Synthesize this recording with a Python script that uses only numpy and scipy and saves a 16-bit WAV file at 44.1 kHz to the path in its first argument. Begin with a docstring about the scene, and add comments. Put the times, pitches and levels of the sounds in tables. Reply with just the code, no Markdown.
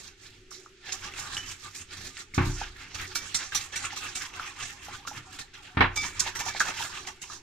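"""Whisking batter in a glass bowl

Wires scrape, sing and slap on glass: gritty noise under stroke envelopes, with ringing modes.
Poured water and batter slosh, froth and plop as noise and short gliding sines, as does a handle knock.
The whisk clinks on a jug and rings the rim; the jug is set down and the bowl knocked on a wooden board,
as struck modes and clatter. A phone on the table hears the thumps, over a quiet kitchen with a faint hum."""
import sys
import numpy as np
from scipy import signal
from scipy.fft import rfft, irfft, next_fast_len
from scipy.io import wavfile
from scipy.ndimage import uniform_filter1d

SR = 44100
rng = np.random.default_rng(int(sys.argv[2]) if len(sys.argv) > 2 else 0)


def master_out(mix):
    """Clip the mix to full scale and print it as 16-bit PCM to the path in sys.argv[1]."""
    frames = np.transpose(np.atleast_2d(mix))
    ceiling = np.clip(frames, -1, 1)
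    pcm = np.round(ceiling * 32767).astype(np.int16)
    wavfile.write(sys.argv[1], SR, pcm)


N = 327214

# whisk sweeping round the bowl: crest_s, scrape_db, slosh_minus_scrape_db, fall_s (to -60 dB)
SWEEPS = [(0.01, -44.5, -1, .12), (0.066, -45.5, 3, .21), (0.24, -51, 4, 0.5), (0.352, -57, 2.5, 0.2),
          (0.89, -44, 8, .3), (1.057, -39, 4.5, .15), (1.19, -37.5, 2, 0.4), (1.342, -38, 3, 0.15),
          (1.505, -38, -2, 0.2), (1.648, -45, 3.5, 0.4), (1.81, -42, -1, .12), (1.935, -44, 2, .12),
          (2.062, -37, -2.5, 0.2), (2.205, -39, 0.5, 0.1), (2.463, -35, -11, 0.5), (2.615, -39, 6, 0.3),
          (2.815, -48.5, 7.5, .6), (3.015, -37, 2.5, .32), (3.125, -48, 6, .3), (3.235, -40, 3.5, 0.6),
          (3.4, -38.5, 3, 0.5), (3.61, -35.5, -2, 0.27), (3.855, -31.5, 1, 0.07), (3.931, -43, 8, .11),
          (4.044, -37, 4.5, 0.36), (4.225, -40, 4, .3), (4.369, -46, 9.5, 0.2), (4.47, -47, 7, .2),
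          (4.622, -36.5, 4, 0.3), (4.702, -44, 4, .3), (4.859, -40, 0, .26), (4.941, -44, 5.5, .19),
          (5.175, -42.5, 4, .14), (5.345, -42, -1.5, 0.2), (5.66, -52, 6, 0.5), (6.048, -33.5, 0.5, 0.3),
          (6.17, -46, 6, .3), (6.278, -33, 1.5, 0.16), (6.488, -29.5, 0, .09), (6.57, -37, 3, .12),
          (6.685, -33.5, 5.5, 0.2), (6.786, -37.5, -0.5, 0.1), (6.822, -31, 1, 0.3), (6.949, -41, 5.5, 0.6),
          (7.333, -39.5, -0.5, .18)]
# wires slapping the glass, sudden and bright: crest_s, scrape_db, slosh_minus_scrape_db
SLAPS = [(0.515, -43, -5.5), (0.929, -33, -3.5), (1.376, -37.5, 2.5), (1.755, -37.5, -6.5),
         (1.976, -44.5, 3), (2.35, -36.5, -2), (2.952, -37, 0), (3.159, -26, -7), (3.352, -23.5, -6.5),
         (3.528, -44, 9), (3.555, -21, -9), (3.731, -42.5, 6), (3.766, -29.5, -4), (3.968, -36.5, 1.5),
         (4.16, -28, -6.5), (4.403, -46, 9), (5.079, -36.5, -2), (5.396, -36, -1), (5.545, -50, 5.5),
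         (5.967, -28.5, -7), (6.202, -24.5, -6.5), (6.359, -34.5, 3), (6.398, -29.5, 1),
         (6.604, -27.5, -2.5), (7.079, -35.5, 2), (7.224, -39, -1.5)]
# poured water and batter swirling on between strokes: time_s, slosh_db
WASH = [(0, -66), (.8, -64), (.86, -45), (1.2, -41), (1.5, -44), (1.6, -57), (2.3, -60), (2.6, -50),
        (3.49, -60), (4.0, -46), (5.2, -51), (5.6, -58), (5.95, -62), (6.4, -46), (7.42, -60)]
# colour of the bright rasp: freq_hz, level_db
SCRAPE = [(2000, -28), (3700, 2), (7000, 7.5), (10300, -17.5), (14600, -12.5), (16000, -67)]
# colour of the wet rattle: freq_hz, level_db
SLOSH = [(300, -36.5), (600, -18), (770, -11), (950, -11), (1420, -0.5), (3400, 0.5), (4700, -5),
         (5800, -5.5), (8000, -42.5)]
# singing modes of the whisk wires: pitch_hz, level_db
WIRES = [(3820, -6), (5500, -1.5), (5850, 3.5), (6390, -6), (6870, -2.5), (7550, -3), (9170, -18)]
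# hollows of the filled bowl: pitch_hz, level_db
FILLED = [(1200, 0.5), (1420, 0), (1800, 1), (2560, 1.5), (3300, -5.5)]
# deepest hollow, which sounds more as batter climbs the wall: time_s, level_db
HOLLOW_LEVEL = [(.8, -72), (.88, -57), (1.3, -54), (1.7, -70), (2.5, -64), (3.6, -54), (5.3, -54),
                (5.7, -62), (6.6, -50), (7.42, -60)]
# how hard the stirring arm loads the table: time_s, level_db
LOAD = [(0, -60), (.8, -70.5), (1.0, -55), (1.45, -51), (1.65, -58), (2.05, -50.5), (2.3, -68),
        (2.7, -56.5), (3.0, -50), (3.6, -54.5), (4.2, -53), (4.5, -56), (5.2, -51.5), (5.7, -64),
        (6.0, -47.5), (6.9, -52.5), (7.42, -60)]
# modes of the table, lowest first: pitch_hz, level_db, t60_s (after a knock)
TABLE = [(32.4, -8.5, 0.69), (57.2, -19, 1), (94.1, 1, 0.47), (125, -1, 0.26), (158.4, -9, 0.38),
         (198, -1, 0.13), (265, -2.5, 0.17), (297.7, -6, 0.36), (357.7, -8.5, 0.41)]
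# room tone colour: freq_hz, level_db
KITCHEN = [(20, 6.5), (110, 0), (200, -12.5), (390, -3), (510, -18.5), (700, -43), (1350, -12), (2600, -11),
           (7300, -20), (15000, -58)]
# kitchen hum: pitch_hz, t60_s, level_db
HUM = (372, 0.15, -66)
# air pockets in the batter, and near 6.6 s the whisk handle knocking: start_s, level_db, pitch_hz
POPS = [(0.515, -38, 1264), (0.661, -38.5, 1280), (2.182, -29, 1836), (2.338, -30.5, 2130),
        (2.614, -27, 780), (3.157, -25, 1430), (3.522, -27, 1610), (3.759, -24, 2260), (3.839, -29, 1220),
        (3.85, -21, 2590), (3.906, -32, 1980), (3.93, -31, 784), (4.032, -28, 2510), (4.058, -28, 2800),
        (4.397, -19, 1363), (4.884, -29.5, 780), (5.051, -32, 1126), (5.075, -24, 1360), (5.113, -32, 790),
        (6.263, -27, 860), (6.358, -25, 1890), (6.407, -30, 800), (6.464, -29.5, 790), (6.485, -28, 2350),
        (6.548, -31, 775), (6.6045, -10, 1660), (6.6105, -11, 1450), (6.622, -20, 1503), (6.661, -30, 805),
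        (6.686, -23, 1250), (6.807, -32, 830), (6.849, -32, 740), (7.074, -32.5, 737), (7.3, -31.5, 1190)]
# one wire alone on dry glass: start_s, level_db
TICKS = [(0.8935, -27), (0.9239, -22.5), (1.0854, -29), (1.1382, -26), (4.339, -27)]
# whisk touching the jug: start_s, level_db
CLINK = [(1.3683, -26)]
# modes of the jug: pitch_hz, level_db, t60_s
JUG = [(2920, 3.5, 0.1), (2992, 0, 0.28), (3020, -4, 0.42), (3180, 0, .1)]
# blows on the table top: start_s, level_db, clatter_db (against the blow), clatter_t60_s
KNOCKS = [(2.338, -36, -7, .1), (2.378, -9.5, 0, 0.34), (2.41, -33, 0, 0.24), (2.468, -13.5, -18, 0.36),
          (5.747, -40, 6, 0.22), (5.7705, -14, 8, 0.16), (5.806, -14, 14.5, 0.26)]
# colour of things rattling on the table: freq_hz, level_db
CLATTER = [(200, -13), (370, -4), (520, -12), (780, -3), (1100, 1), (2500, -6), (4000, -16), (9000, -55)]
# modes of the wooden board: pitch_hz, level_db, t60_s
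BOARD = [(821, -7, 0.14), (1155, -5, 0.072), (1420, -8, 0.11), (1790, -2, 0.1)]
# wires catching the bare rim: start_s, level_db
RINGS = [(3.1537, -35), (3.5508, -43), (4.1544, -42), (5.9634, -34), (5.9738, -25.5), (6.3944, -39),
         (6.485, -38)]
# modes of the glass bowl: pitch_hz, level_db, t60_s
BOWL = [(1243, -14, .25), (2298, -4.5, .46), (2302, -12, .5), (3555, -9, .3), (3607, -6, .3),
        (4975, -7, .3), (6576, -5, .2)]
# colour of the left microphone against the right: freq_hz, level_db
LEFT_PORT = [(300, -2.5), (1300, -2), (2400, 0.5), (3600, -7.5), (5000, -13.5), (6500, -10.5), (8000, -1),
             (10000, 7), (14000, -5)]
# colour of the left-right difference: freq_hz, level_db
WIDTH = [(300, -5), (550, 5), (1100, -3), (5000, -0.5), (12000, -3.5)]

# strokes: swells and falls are times for 60 dB
CREST_S, SWEEP_SWELL_S, SHORTEST_FALL_S = 0.006, 0.24, 0.11  # the crest reaches this far to each side
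SLAP_SWELL_S, SLAP_SWELL_S_PER_DB = 0.013, 0.0015  # batter cushions a wet slap
SLAP_FALL_S, SLAP_FALL_S_PER_DB = 0.25, 0.08  # at -40 dB; from a harder slap the wires bounce off sooner
WASH_SCRAPE_DB = -10  # bright part of the swirl against its slosh
WIRE_RING_DB, WIRE_T60_S = -3, 0.093  # after a slap, against its scrape
# froth: pitch lies within +- octaves and deepens from start to end as the batter loosens
BUBBLES_PER_S, BUBBLE_HZ, BUBBLE_OCTAVES, BUBBLE_SINK_OCTAVES = 190, 2199, 1.046, 0.9
BUBBLE_DB, BUBBLE_T60_S = 3, 0.034  # largest bubble against the slosh; t60 at BUBBLE_HZ
HOLLOW_HZ, HOLLOW_T60_S = 794, 0.035
WANDER_S = 0.001494  # time shift per unit of the random walk, as the batter moves
POP_CYCLES, POP_TAIL_DB, POP_TAIL_T60_S = 23.4, -11, 0.089  # cycles to die by 60 dB; then the rough tail
CRACK_DB, CRACK_T60_S = -1, 0.043  # first contact of a knock
KITCHEN_DB = -60
ROOM_T60_S, ROOM_DB = 0.15, -7  # reflections against the direct sound
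SPREAD = 0.59  # radians: how differently the microphones weigh near and far contacts
RIGHT_LAG = 2  # samples
TOP_HZ = 15700
SIDES = np.array([[1], [-1]])  # opposite signs left and right


def undb(db):
    """Decibels to amplitude."""
    return np.exp(np.asarray(db) * (np.log(10) / 20))


def unit(x):
    """Scale to an RMS of 1."""
    return x / np.sqrt(np.mean(x ** 2))


def curve(points):
    """Joins (time_s, level_db) points by ramps."""
    return np.interp(np.arange(N) / SR, *np.transpose(points))


def colour(x, points, size=2048):
    """Causal filter through (freq_hz, level_db) points, from the folded cepstrum."""
    hz, db = np.transpose(points)
    grid = np.maximum(np.arange(size // 2 + 1) * SR / size, 1)
    cep = irfft(np.log(undb(np.interp(np.log(grid), np.log(hz), db))))
    cep[1:size // 2] *= 2
    cep[size // 2 + 1:] = 0
    return signal.oaconvolve(x, irfft(np.exp(rfft(cep))))[:len(x)]


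def ring(x, hz, t60):
    """One decaying mode; a unit impulse rings with amplitude near 1."""
    r, w = np.exp(-np.log(1000) / (t60 * SR)), 2 * np.pi * hz / SR
    return signal.lfilter([0, r * np.sin(w)], [1, -2 * r * np.cos(w), r * r], x)


def walk(rate):
    """Random levels about every 1 / rate s, joined by ramps; spread near 1."""
    count = int(N * rate / SR) + 2
    levels = np.clip(rng.standard_normal(count), -2, 2)
    return 1.25 * np.interp(np.arange(N), np.linspace(0, N, count), levels)


def grit(spread_db, flicker_db, rate):
    """Dense contacts of very unequal size that come in clusters."""
    level_db = spread_db * rng.exponential(size=N) + flicker_db * walk(rate)
    return unit(rng.standard_normal(N) * undb(level_db))


def rubbed(env, points, spread_db, flicker_db, rate):
    """Gritty contact under an envelope, heard through a broad colour."""
    contact = env * grit(spread_db, flicker_db, rate)
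    out = colour(contact, points)
    return out * np.std(contact) / np.std(out)


def singing(env, modes, t60, rate):
    """Each mode is caught on and off by the moving wires and sounds briefly."""
    touch = env * rng.standard_normal(N)
    out = sum(ring(touch * undb(db + 5 * walk(rate)), hz, t60) for hz, db in modes)
    return out * np.std(env) / np.std(out)


def bursts(times, peak_db, t60, rise):
    """Envelope that rises at each time and dies away."""
    env, t = np.zeros(N + SR), np.arange(SR // 2) / SR
    for s, db, fall in zip(times, peak_db, t60):
        decay = undb(db - 60 * t / np.clip(fall, .01, .6))
        env[int(s * SR):][:len(t)] += decay * (1 - np.exp(-t / rise))
    return env[:N]


def strike(times, peak_db, modes, scatter_db):
    """Blows on modes; scatter gives each mode another share, as if each blow lands on another spot."""
    share, out = rng.standard_normal((len(times), len(modes))), 0
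    for k, (hz, db, t60) in enumerate(modes):
        blows = np.zeros(N)
        blows[(np.asarray(times) * SR).astype(int)] = undb(peak_db + db + scatter_db * share[:, k])
        out = out + ring(blows, hz, t60)
    return out


def both(near, far):
    """Near and far contacts, weighed differently left and right."""
    return np.cos(SPREAD) * near + np.sin(SPREAD) * far * SIDES


def wander(x):
    """Pitch that drifts up and down by a few percent."""
    shift = WANDER_S * SR * uniform_filter1d(walk(25), SR // 50)
    return np.interp(np.arange(N) + shift, np.arange(N), x)


def kitchen():
    """Quiet room tone, uneven and alike on both sides in the bass, with a wavering hum."""
    mid, side = (colour(rng.standard_normal(N), KITCHEN, size=8192) for _ in range(2))
    side = signal.sosfilt(signal.butter(1, 500, "high", fs=SR, output="sos"), side) * 0.78
    hz, t60, db = HUM
    hum = unit(ring(rng.standard_normal(N), hz, t60)) * undb(db + 4.5 * walk(4.74))
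    uneven = (undb(3 * walk(5)) - 1) * uniform_filter1d(mid, SR // 1000)  # swells the low part only
    return undb(KITCHEN_DB) / np.std(mid) * (mid + uneven + side * SIDES) + hum


def strokes():
    """Scrape and slosh envelopes: swell, a short crest while wire after wire lands, fall; plus swirl."""
    events = [(s, db, wet, SWEEP_SWELL_S, fall) for s, db, wet, fall in SWEEPS]
    for s, db, wet in SLAPS:
        swell = SLAP_SWELL_S + SLAP_SWELL_S_PER_DB * np.clip(wet + 4, 0, 12)
        events.append((s, db, wet, swell, SLAP_FALL_S - SLAP_FALL_S_PER_DB * (db + 40)))
    power, t = np.zeros((2, N + 2 * SR)), np.arange(-SR // 2, SR // 2) / SR
    for s, db, wet, swell, fall in events:
        before = np.maximum(-t - CREST_S, 0) / np.clip(swell, .01, .6)
        after = np.maximum(t - CREST_S, 0) / np.clip(fall, SHORTEST_FALL_S, .6)
        level_db = np.array([[db], [db + wet]]) - 60 * (before + after)
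        power[:, int(s * SR):][:, :SR] += undb(2 * level_db)  # overlapping strokes add as power
    swirl = undb(2 * (curve(WASH) + np.array([[WASH_SCRAPE_DB], [0]])))
    return np.sqrt(power[:, SR // 2:][:, :N] + swirl)


def whisk(bright, dull):
    """Steel on glass: a bright rasp with singing wires, a duller wet rattle and the bowl's hollows."""
    rasp = rubbed(bright, SCRAPE, 1.8, 3.2, 140)
    rattle = undb(-4) * rubbed(dull, SLOSH, 2.3, 3.0, 90)
    wires = undb(-8) * singing(bright, WIRES, .035, 16)
    hollows = undb(-5.0) * wander(singing(dull, FILLED, 0.042, 22))
    return rasp + wires + rattle + hollows


def patchy(x, depth_db, rate):
    """The wires meet other parts of glass and batter, so each half octave swells on its own."""
    size = next_fast_len(N)
    spectrum, octave = rfft(x, size), np.log2(np.arange(1, size // 2 + 2) * SR / size)
    octave = np.clip(octave, 9.5, 13.5)  # log2 of Hz; the end bands take all beyond
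    out = 0
    for centre in np.arange(9.5, 14, .5):
        band = np.clip(1 - 2 * np.abs(octave - centre), 0, 1)
        out = out + irfft(spectrum * band, size)[:, :N] * undb(depth_db * walk(rate))
    return out


def froth(dull):
    """Many small bubbles of chance pitch, glide and size, as loud as the batter sloshes."""
    out, t = np.zeros(N + SR), np.arange(SR // 32) / SR
    chances = rng.random((2000, 4))[:int(BUBBLES_PER_S * N / SR)]
    for when, pitch, size, glide in chances:
        i = int(when * N)
        octaves = BUBBLE_OCTAVES * (2 * pitch - 1) - BUBBLE_SINK_OCTAVES * (when - .5)
        hz = BUBBLE_HZ * 2 ** octaves
        # higher bubbles die sooner
        fade = undb(BUBBLE_DB - 12.5 * size - 60 * t / BUBBLE_T60_S * hz / BUBBLE_HZ)
        fade *= 1 - np.exp(-t / 0.00048)
        tone = np.sin(2 * np.pi * hz * t * (1 + 14 * (glide - .5) * t))
        out[i:i + len(t)] += dull[i] * fade * tone
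    return out[:N]


def hollow(shove):
    """Each stroke sloshes batter in the deepest hollow of the bowl, a twice-resonated grit."""
    env = shove * undb(curve(HOLLOW_LEVEL))
    once = ring(env * grit(3.1, 4.3, 40), HOLLOW_HZ, HOLLOW_T60_S)
    out = ring(once, HOLLOW_HZ, HOLLOW_T60_S)
    return wander(out * np.std(env) / np.std(out))


def table_shake(force):
    """Each stroke shoves the bowl, and the table answers in its modes, damped more than by a knock."""
    push = force * rng.standard_normal(N)
    out = sum(undb(db) * ring(push, hz, 0.41 * t60) for hz, db, t60 in TABLE)
    return out * np.std(push) / np.std(out)


def twang():
    """Each slap sets the wires ringing for a moment."""
    s, db, _ = np.transpose(SLAPS)
    modes = [(hz, level_db, WIRE_T60_S) for hz, level_db in WIRES]
    return strike(s - CREST_S / 2, db + WIRE_RING_DB, modes, 4.1)


def plops_and_handle():
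    """Air pockets and the handle knock: a few cycles that glide up and die, then a rough tail."""
    out = np.zeros(N + SR)
    t = np.arange(SR // 5) / SR
    wobble = np.cumsum(rng.standard_normal((len(POPS), len(t))), axis=1) * 0.12  # radians
    for (s, db, hz), w in zip(POPS, wobble):
        pop = np.sin(2 * np.pi * hz * t * (1 + 3.1 * t)) * undb(-60 * t * hz / POP_CYCLES)
        tail = np.sin(2 * np.pi * hz * t + w) * undb(POP_TAIL_DB - 60 * t / POP_TAIL_T60_S)
        rise = 1 - np.exp(-t * hz / 0.8)
        out[int(s * SR):][:len(t)] += undb(db + 1.5) * (pop + tail) * rise
    return out[:N] * undb(2.5 * walk(300))


def ticks():
    """One wire on dry glass: a bare click of two modes that die within milliseconds."""
    s, db = np.transpose(TICKS)
    return strike(s, db, [(2670, -0.7, 0.0067), (6150, -3.0, 0.0039)], 0.7)


def jug_clink():
    """The whisk touches the jug, which rings in its modes."""
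    return strike(*np.transpose(CLINK), JUG, 0) * undb(-6.0)


def knocks():
    """Heavy glass lands: the table booms, the board cracks and rings, and everything on it clatters."""
    s, db, clatter_db, t60 = np.transpose(KNOCKS)
    deep = strike(s + 0.0011, db - 10.0, TABLE[2:4], 0.88)
    # a soft blow with little clatter hardly reaches the upper modes, but sways the whole table
    upper = strike(s + .001, db - 6.5 + np.minimum(clatter_db, 0) / 2, TABLE[4:], 1.9)
    sway = strike(s, db - 12.5 - 0.3 * np.clip(clatter_db, -20, 0), TABLE[:2], 0.6)
    top = signal.sosfilt(signal.butter(2, 65, "high", fs=SR, output="sos"), deep + upper)
    # the cloth spreads the blow over about two milliseconds
    boom = uniform_filter1d(top + sway, int(0.0018 * SR))
    shake = bursts(s, db + clatter_db - 15.5, t60, 0.0021)
    # blows with more clatter crack more
    crack_db = db + 1.4 * clatter_db - 17.5 + CRACK_DB
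    shake += bursts(s, crack_db, 0 * s + CRACK_T60_S, 0.0006)

    def board_side():
        """Clatter and board ring as one set of contacts."""
        return rubbed(shake, CLATTER, 1.1, 2.1, 80) + strike(s, db + clatter_db - 20.0, BOARD, 4.4)

    return boom, both(board_side(), board_side())


def rim_rings():
    """Wires catch the bare rim and the glass bowl rings in its modes."""
    return strike(*np.transpose(RINGS), BOWL, 1) * undb(-0.5)


def room(x):
    """Direct sound plus reflections that differ at the two microphones."""
    t = np.arange(SR // 3) / SR
    tail = rng.standard_normal((2, len(t))) * undb(-60 * t / ROOM_T60_S) * (t > .001)
    tail *= undb(ROOM_DB) / np.sqrt(np.sum(tail ** 2, axis=1, keepdims=True))
    tail[:, 0] += 1
    return signal.oaconvolve(x, tail, axes=1)[:, :N] / np.hypot(1, undb(ROOM_DB))


def microphones(left, right):
    """Two unlike ports: the left is coloured, the right lags, and their difference is coloured too."""
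    air = np.array([colour(left, LEFT_PORT), np.roll(right, RIGHT_LAG)])
    return air.mean(axis=0) + colour((air[0] - air[1]) / 2, WIDTH) * SIDES


def scene():
    """Stirring and knocks through the air and the table, over the kitchen."""
    bright, dull = strokes()
    # slosh against its half-second average: the push of each stroke
    shove = (dull / (uniform_filter1d(dull, SR // 2) + 1e-5)) ** 0.79
    table = table_shake(shove * undb(curve(LOAD)))
    boom, clatter = knocks()
    stirring = patchy(both(whisk(bright, dull), whisk(bright, dull)), 2.8, 18)
    batter = both(froth(dull), froth(dull)) + hollow(shove)
    wires = both(twang(), twang()) + ticks()
    close = stirring + batter + wires + plops_and_handle() + clatter
    left, right = room(close) + jug_clink() + rim_rings()
    air = microphones(left, right)
    # the table reaches the phone through its stand, almost the same on both sides
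    low = boom + table
    tilt = 5.5 * np.gradient(low) * SIDES  # puts the left slightly ahead of the right
    return air + low + tilt + kitchen()


def record(dry):
    """The phone cuts the top."""
    return signal.sosfilt(signal.ellip(10, .2, 80, TOP_HZ, fs=SR, output="sos"), dry)


dry = scene()
out = record(dry)
master_out(out)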